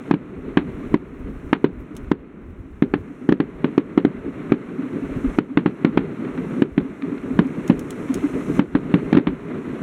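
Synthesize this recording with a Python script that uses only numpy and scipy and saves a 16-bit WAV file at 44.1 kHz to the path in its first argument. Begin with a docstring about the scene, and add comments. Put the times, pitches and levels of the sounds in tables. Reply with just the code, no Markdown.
"""Fireworks burst over a town at night, heard from a rooftop some way off: each near shell is a blunt blast
with a steep shock, a low ring, a crack of noise and echoes rolling back from the houses.
Farther shells thud as soft tone swells, far crackers pop as thin noise, and a roar of run-together echoes fills in.
Wind stirs the microphone as low noise and buffets; dry noise ticks and rustles close by.
A limiter ducks at every bang and lets the hiss creep up again."""
import sys
import numpy as np
from scipy import signal
from scipy.fft import rfft, irfft, next_fast_len
from scipy.io import wavfile
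from scipy.ndimage import uniform_filter1d, minimum_filter1d

SR = 44100
rng = np.random.default_rng(int(sys.argv[2]) if len(sys.argv) > 2 else 0)


def to_wav(sig):
    """Store sig (one row per channel, or 1-D mono) as 16-bit WAV at the path in sys.argv[1].

    Samples outside -1..1 are clipped; the rate is SR.
    """
    pcm = np.clip(np.atleast_2d(sig), -1, 1) * 32767
    pcm = np.round(pcm).astype(np.int16)
    wavfile.write(sys.argv[1], SR, pcm.T)  # frames by channels


def nominal_scale(level):
    """Amplitude ratio for a level in decibels (scalar or array-like)."""
    x = np.asarray(level, float) / 20
    return 10 ** x


N = 433062

# colour of the low echoes: (frequency [Hz], relative density [dB per Hz])
LOW_ECHO_SPECTRUM = [(60, -35.5), (100, -17.5), (162, -5), (202, -7), (268, -2.5), (323, -8), (402, -7.5),
                     (508, -18), (774, -39), (1500, -79.5)]
# colour of bright echoes, puffs and pops: (frequency [Hz], relative density [dB per Hz])
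BRIGHT_ECHO_SPECTRUM = [(300, -23.5), (600, 5), (774, -1.5), (1280, 3), (1790, -3.5), (2050, -1.5),
                        (2700, -9.5), (3200, -16.5), (4300, -21.5), (4800, -35.5), (7000, -62)]


def seconds():
    """Time of every sample."""
    return np.arange(N) / SR


def in_time(rows):
    """Linear interpolation of a (time, level) curve at every sample."""
    times_s, levels_db = np.transpose(rows)
    return np.interp(seconds(), times_s, levels_db)


def noise(spectrum):
    """White noise shaped in the frequency domain to the given colour, rms 1."""
    hz, db = np.transpose(spectrum)
    size = next_fast_len(N)
    log_hz = np.log(np.arange(size // 2 + 1) * SR / size + 1)
    gain = nominal_scale(np.interp(log_hz, np.log(hz), db))
    x = irfft(rfft(rng.standard_normal(size)) * gain, size)[:N]
    return x / np.std(x)


def flutter(cutoff_hz):
    """Slow random wander: low-passed noise, standard deviation 1."""
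    lowpass = signal.butter(2, cutoff_hz, fs=SR, output="sos")
    x = signal.sosfilt(lowpass, rng.standard_normal(N + SR))[SR:]   # drop the filter's settling
    return x / np.std(x)


def dying(times_s, db, t60, rise_s):
    """Amplitude envelope that rises at each event and dies exponentially; powers add."""
    power = np.full(N, 1e-18)
    power[(np.asarray(times_s) * SR).astype(int)] = nominal_scale(2 * np.asarray(db))
    power = signal.lfilter([1], [1, -nominal_scale(-120 / (t60 * SR))], power)
    r = np.exp(-1 / (rise_s * SR))
    return np.sqrt(signal.lfilter([1 - r], [1, -r], power))


def add(out, start_s, sound):
    """Mix a short sound in at start_s."""
    i = int(start_s * SR)
    out[i:i + len(sound)] += sound[:N - i]


def swells(rows, top_s):
    """Tone bursts of a few cycles that swell to a top after top_s and fade as softly."""
    out, t = np.zeros(N), np.arange(SR // 8) / SR
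    phases = rng.uniform(0, 2 * np.pi, len(rows))
    shape = (t / top_s * np.exp(1 - t / top_s)) ** 3
    for (s, db, hz), phase in zip(rows, phases):
        add(out, s - top_s, nominal_scale(db) * shape * np.sin(2 * np.pi * hz * t + phase))
    return out


def roar():
    """Echoes of countless shells run together: low and bright noise sharing slow lumps, lumpiest in the bass."""
    # how busy the display is over the roofs, before the lumps: (time [s], low roar level [dB])
    activity = [(0.0, -19.5), (0.5, -17), (1.2, -20), (1.75, -23), (2.0, -19), (2.25, -24.5), (2.6, -22.5),
                (3.0, -27.5), (3.6, -18), (4.0, -20), (4.6, -17.5), (5.3, -23.5), (6.0, -16.5),
                (6.5, -21.5), (7.5, -20.5), (8.0, -24), (8.5, -25), (8.8, -18.5), (9.5, -18.5), (9.82, -20)]
    bright_mean_db, bright_follow = -37, 0.91   # share of the low roar's swing in dB
    low_db = in_time(activity)
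    bright_db = bright_mean_db + bright_follow * (low_db - low_db.mean())
    lumps = flutter(8.6)
    low = nominal_scale(low_db - 3.1 * (1 - lumps)) * noise(LOW_ECHO_SPECTRUM)
    bright = nominal_scale(bright_db + 0.96 * lumps + 1.3 * flutter(34.0)) * noise(BRIGHT_ECHO_SPECTRUM)
    return low + bright


def wind():
    """Lumpy pressure on the port: low noise in bell-shaped gusts over a calm, with single tonal buffets."""
    # gusts before the lumps: (time of top [s], peak level [dB], length between 1/e points [s])
    gust_rows = [(0.4, -30.5, 0.36), (0.746, -32.5, 0.31), (1.303, -25, 0.75), (1.785, -24, 0.13),
                 (2.103, -20.5, 0.28), (2.498, -17, 0.3), (2.85, -20.5, 0.28), (3.503, -29.5, 0.3),
                 (4.142, -32, 0.52), (5.194, -31.5, 0.25), (5.582, -34, 0.2), (6.0, -27.5, 0.13),
                 (6.761, -27, 0.13), (7.354, -41.5, 0.22), (7.78, -37.5, 0.2), (8.754, -32.5, 0.27),
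                 (9.29, -30.5, 0.25)]
    # single buffets: (time of top [s], peak level [dB], frequency [Hz])
    buffet_rows = [(0.309, -32, 53.9), (1.259, -27, 51.1), (1.469, -23, 59.2), (2.079, -11.5, 58.5),
                   (2.6, -9, 95), (2.729, -12, 66.5), (5.119, -22.5, 51.1), (5.28, -13, 43.5)]
    # colour of wind pressure: (frequency [Hz], relative density [dB per Hz])
    wind_spectrum = [(15, -22), (30, 3.5), (60, 6), (90, 2.5), (130, -6), (200, -27), (300, -57)]
    t, calm_db = seconds(), -48.5
    gusts = np.full(N, nominal_scale(calm_db))
    for top_s, db, length_s in gust_rows:
        gusts += nominal_scale(db) * np.exp(-(2 * (t - top_s) / length_s) ** 2)
    lumps_db = 2.5 * flutter(6.0) + 5.0 * flutter(16.0)
    return gusts * nominal_scale(lumps_db) * noise(wind_spectrum) + swells(buffet_rows, top_s=0.016)


def pops():
    """Far crackers: short crisp noise bursts with the bass gone, beside many faint ones at random."""
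    # louder crackers: (time [s], level [dB])
    pop_rows = [(2.0457, -33), (2.3032, -39.5), (4.9294, -35), (6.2487, -26.5), (6.376, -25.5),
                (7.022, -19), (7.1788, -27.5), (9.752, -54)]
    s, db = np.transpose(pop_rows)
    highpass = signal.butter(2, 1600.0, "high", fs=SR, output="sos")
    thin = signal.sosfilt(highpass, noise(BRIGHT_ECHO_SPECTRUM))
    faint_s = np.flatnonzero(rng.random(N) < 25.0 / SR) / SR   # 25 per second on average
    faint_db = -42.0 + 2.4 * rng.standard_normal(len(faint_s))
    crowd = dying(faint_s, faint_db, t60=0.04, rise_s=.0005)
    crisp = dying(s, db, t60=.018, rise_s=.0003)
    return thin / np.std(thin) * (crisp + crowd)


def bangs():
    """A cycle and a half of blast with a steep shock, a low ring, a ragged crack and two rolls of echo."""
    # near shells, before limiter and layer offsets:
    # (time [s], thump level [dB], crack level against thump [dB], thump frequency [Hz])
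    shells = [(0.1101, 17, -14.5, 274), (0.1383, 14.5, -20, 266), (0.571, 11.5, -10.5, 257),
              (0.9409, 19, -18, 288), (1.5288, 14.5, -10.5, 288), (1.6426, 21.5, -18, 326),
              (2.1148, 26, -18, 288), (2.822, 16.5, -19.5, 262.4), (2.9376, 13, -15.5, 316),
              (3.2895, 12, -20, 286), (3.3224, 18.5, -22, 300), (3.4008, 14, -16.5, 285),
              (3.643, 12.4, -19, 275), (3.7781, 17, -19.5, 305), (3.9758, 15, -19.5, 287),
              (4.049, 16.5, -22, 285), (4.5196, 15, -20, 288), (5.3854, 16, -17, 288),
              (5.572, 12.5, -13.5, 275), (5.6591, 11, -17.5, 277), (5.8468, 12.5, -16, 265.5),
              (5.9735, 9.5, -12.5, 300), (6.6199, 15, -19, 287), (6.7776, 10, -17.5, 248),
              (7.3894, 8.5, -19.5, 228), (7.6974, 6, -17.5, 225), (8.5921, 12.5, -17, 238.5),
              (8.75, 7.5, -17, 243.5), (8.9392, 7, -18, 239), (9.1274, 7.5, -15.5, 255),
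              (9.149, 6.5, -17.5, 251), (9.1685, 4, -14.5, 259), (9.1717, 13.5, -21, 263),
              (9.183, 10.5, -22, 277), (9.2695, 6, -13, 238)]
    # street resonances: (frequency [Hz], relative level [dB], t60 [s])
    street_modes = [(288, -3, 0.087), (186.1, -3.5, 0.079), (545, -22, 0.069)]
    # colour of the crack: (frequency [Hz], relative density [dB per Hz])
    crack_spectrum = [(300, -29), (800, 0), (1400, -2), (2200, -6), (3800, -16), (4500, -18.5),
                      (5200, -43.5), (10000, -76.5), (16000, -48)]
    # the ring grows more slowly than the blast
    usual_peak_db, usual_ring_db, ring_loss_per_db = 13, -4.5, 0.55
    air_cut_hz = 3600

    s, peak_db, crack_db, thump_hz = np.transpose(shells)
    ring_db = usual_ring_db - ring_loss_per_db * (peak_db - usual_peak_db)
    out, t = np.zeros(N), np.arange(SR // 8) / SR

    street_ring = np.zeros(len(t))
    for mode_hz, mode_db, t60 in street_modes:
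        street_ring += nominal_scale(mode_db - 60 * t / t60) * np.sin(2 * np.pi * mode_hz * t + 0.047)
    street_ring *= 1 - np.exp(-(t / 0.011) ** 2)    # builds up behind the blast

    for start_s, peak, crack, hz, ring in zip(s, peak_db, crack_db, thump_hz, ring_db):
        swell = t * hz / 0.76                       # the blast peaks on its suction stroke
        blast = swell * np.exp((1 - swell ** 2) / 2) * np.sin(2 * np.pi * hz * t)
        front = t * hz / 0.256                      # pressure piles up, then drops at once
        shock = nominal_scale(crack + 10.0) * np.where(front < 1, front ** 2, np.exp(5.1 * (1 - front)))
        add(out, start_s, nominal_scale(peak) * (blast + shock + nominal_scale(ring) * street_ring))

    out += noise(crack_spectrum) * dying(s + .0012, peak_db + crack_db + 4.5, t60=0.016, rise_s=0.001)
    # ragged where the street rings most
    crack_tail = dying(s, peak_db + crack_db + ring_db - 10.0, t60=0.13, rise_s=0.0027)
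    out += noise(crack_spectrum) * crack_tail * nominal_scale(3.0 * flutter(150.0))

    near_walls = dying(s, peak_db + ring_db - 11.0, t60=0.12, rise_s=0.0072)
    far_walls = dying(s, peak_db - 40.0, t60=2.64, rise_s=0.03)
    out += noise(LOW_ECHO_SPECTRUM) * (near_walls + far_walls)
    out += nominal_scale(-12.0) * noise(BRIGHT_ECHO_SPECTRUM) * far_walls
    # the long way dulls it
    band = signal.butter(2, [70.0, air_cut_hz], "band", fs=SR, output="sos")
    return signal.sosfilt(band, out)


def thuds():
    """Far shells, all edge lost: soft low swells, each with a faint bright puff of noise."""
    # the clearest far shells: (time of top [s], peak level [dB], frequency [Hz])
    clear_rows = [(1.133, -14, 263), (1.218, -16, 247), (1.274, -14.5, 239), (1.92, -18, 218),
                  (2.376, -12, 210), (3.109, -14, 284), (3.249, -16, 285), (3.689, -13, 226),
                  (4.288, -10, 273), (4.794, -7, 266), (4.864, -11.5, 269), (4.956, -14, 279),
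                  (5.033, -11, 268), (5.12, -14, 283), (5.251, -8, 264), (5.508, -7.5, 254),
                  (5.886, -5.5, 219), (6.294, -18.5, 256), (6.392, -12.5, 261.4), (6.559, -20.5, 262),
                  (6.858, -13.5, 263.3), (7.04, -6.5, 263), (7.125, -9.5, 279), (7.313, -9.5, 258),
                  (7.46, -8, 264), (7.738, -17, 224), (8.107, -11.5, 266), (8.247, -11.5, 288),
                  (8.501, -16.5, 289), (9.493, -20, 306), (9.796, -20, 248)]
    count = 14                                      # fainter shells at random
    faint_s = rng.uniform(.1, N / SR - .1, count)
    faint_db = rng.normal(-17.5, 2.5, count)
    faint_hz = rng.normal(285, 17, count)
    rows = np.vstack([clear_rows, np.column_stack([faint_s, faint_db, faint_hz])])
    s, db, _ = rows.T
    puffs = noise(BRIGHT_ECHO_SPECTRUM) * dying(s - .01, db - 25.0, t60=0.11, rise_s=.004)
    return swells(rows, top_s=0.01538) + puffs


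def ticks():
    """Dry noise close by: sharp snaps with short scratchy tails, over a fine rustle."""
    # ticks: (time [s], snap level [dB])
    tick_rows = [(1.9513, -38), (1.952, -42), (1.9668, -20.5), (7.4695, -45.5), (7.6782, -32.5),
                 (7.7932, -30), (7.9063, -30), (8.1424, -28.5)]
    # rustle before its flutter: (time [s], level [dB])
    rustle_curve = [(7.66, -81.5), (7.7, -68), (7.9, -70), (8.15, -69), (8.4, -70), (8.6, -53), (8.7, -86)]
    # colour of ticks and rustle: (frequency [Hz], relative density [dB per Hz])
    dry_spectrum = [(1800, -21), (3000, -2.5), (4800, -8.5), (6200, -1), (7500, -5.5), (11100, -9.5),
                    (14500, -18.5), (15800, -18), (16300, -42.5)]
    s, db = np.transpose(tick_rows)
    snap = dying(s - .0003, db, t60=.015, rise_s=.0001)
    tail = dying(s, db - 13.0, t60=.07, rise_s=.001) * nominal_scale(3.0 * flutter(200.0))
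    rustle = nominal_scale(in_time(rustle_curve) + 1.5 * flutter(30.0))
    return noise(dry_spectrum) * (snap + tail + rustle)


def scene():
    """All sources, one channel."""
    return (roar() + wind() + pops() + bangs() + thuds() + ticks())[None]


def hiss():
    """Preamp noise: steady and treble-heavy."""
    # colour of the hiss: (frequency [Hz], relative density [dB per Hz])
    hiss_spectrum = [(2800, -24), (4800, -7.5), (5840, 2), (9110, -1), (12000, -7.5), (14500, -17),
                     (15800, -21.5), (16300, -33.5)]
    return nominal_scale(-58) * noise(hiss_spectrum)


def housing(x):
    """Microphone housing: a partial notch dips the response near 5 kHz."""
    dip_hz, dip_width_hz = 4640, 500
    b, a = signal.iirnotch(dip_hz, dip_hz / dip_width_hz, SR)
    return 0.24 * x + 0.81 * signal.lfilter(b, a, x)


def limiter_gain(x):
    """Ducks just ahead of each peak; a few dB come back quickly, the rest at a slow steady pace."""
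    ceiling_db, start_duck_db = .6, 8.5             # ceiling against full scale
    quick_db_max, quick_s, slow_db_per_s = 2, 0.17, 12
    t = seconds()
    over_db = 20 * np.log10(np.abs(x) + 1e-9) - ceiling_db
    over_db[0] = start_duck_db + quick_db_max       # still recovering from an earlier bang
    # running maxima on tilted axes: linear release, then exponential release
    slow_ramp_db = slow_db_per_s * t
    held_db = np.maximum.accumulate(over_db - quick_db_max + slow_ramp_db) - slow_ramp_db
    slow_db = np.maximum(held_db, 0)
    log_rest = np.log(np.maximum(over_db - slow_db, 1e-6))
    quick_db = np.exp(np.maximum.accumulate(log_rest + t / quick_s) - t / quick_s)
    # looks 2 ms ahead, holds 30 ms
    gain_db = minimum_filter1d(-slow_db - quick_db, size=1401, origin=620)
    return nominal_scale(uniform_filter1d(gain_db, size=81))


def low_pass(x):
    """Removes everything above the highest recorded frequency."""
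    return signal.sosfilt(signal.butter(12, 16970, fs=SR, output="sos"), x)


def record(dry):
    """Hiss joins the sources, the housing dips the treble, the limiter rides it all, the tallest peaks clip."""
    heard = housing(dry[0] + hiss())
    limited = heard * limiter_gain(heard)
    return low_pass(np.clip(limited, -1, 1)[None])


dry = scene()
out = record(dry)
to_wav(out)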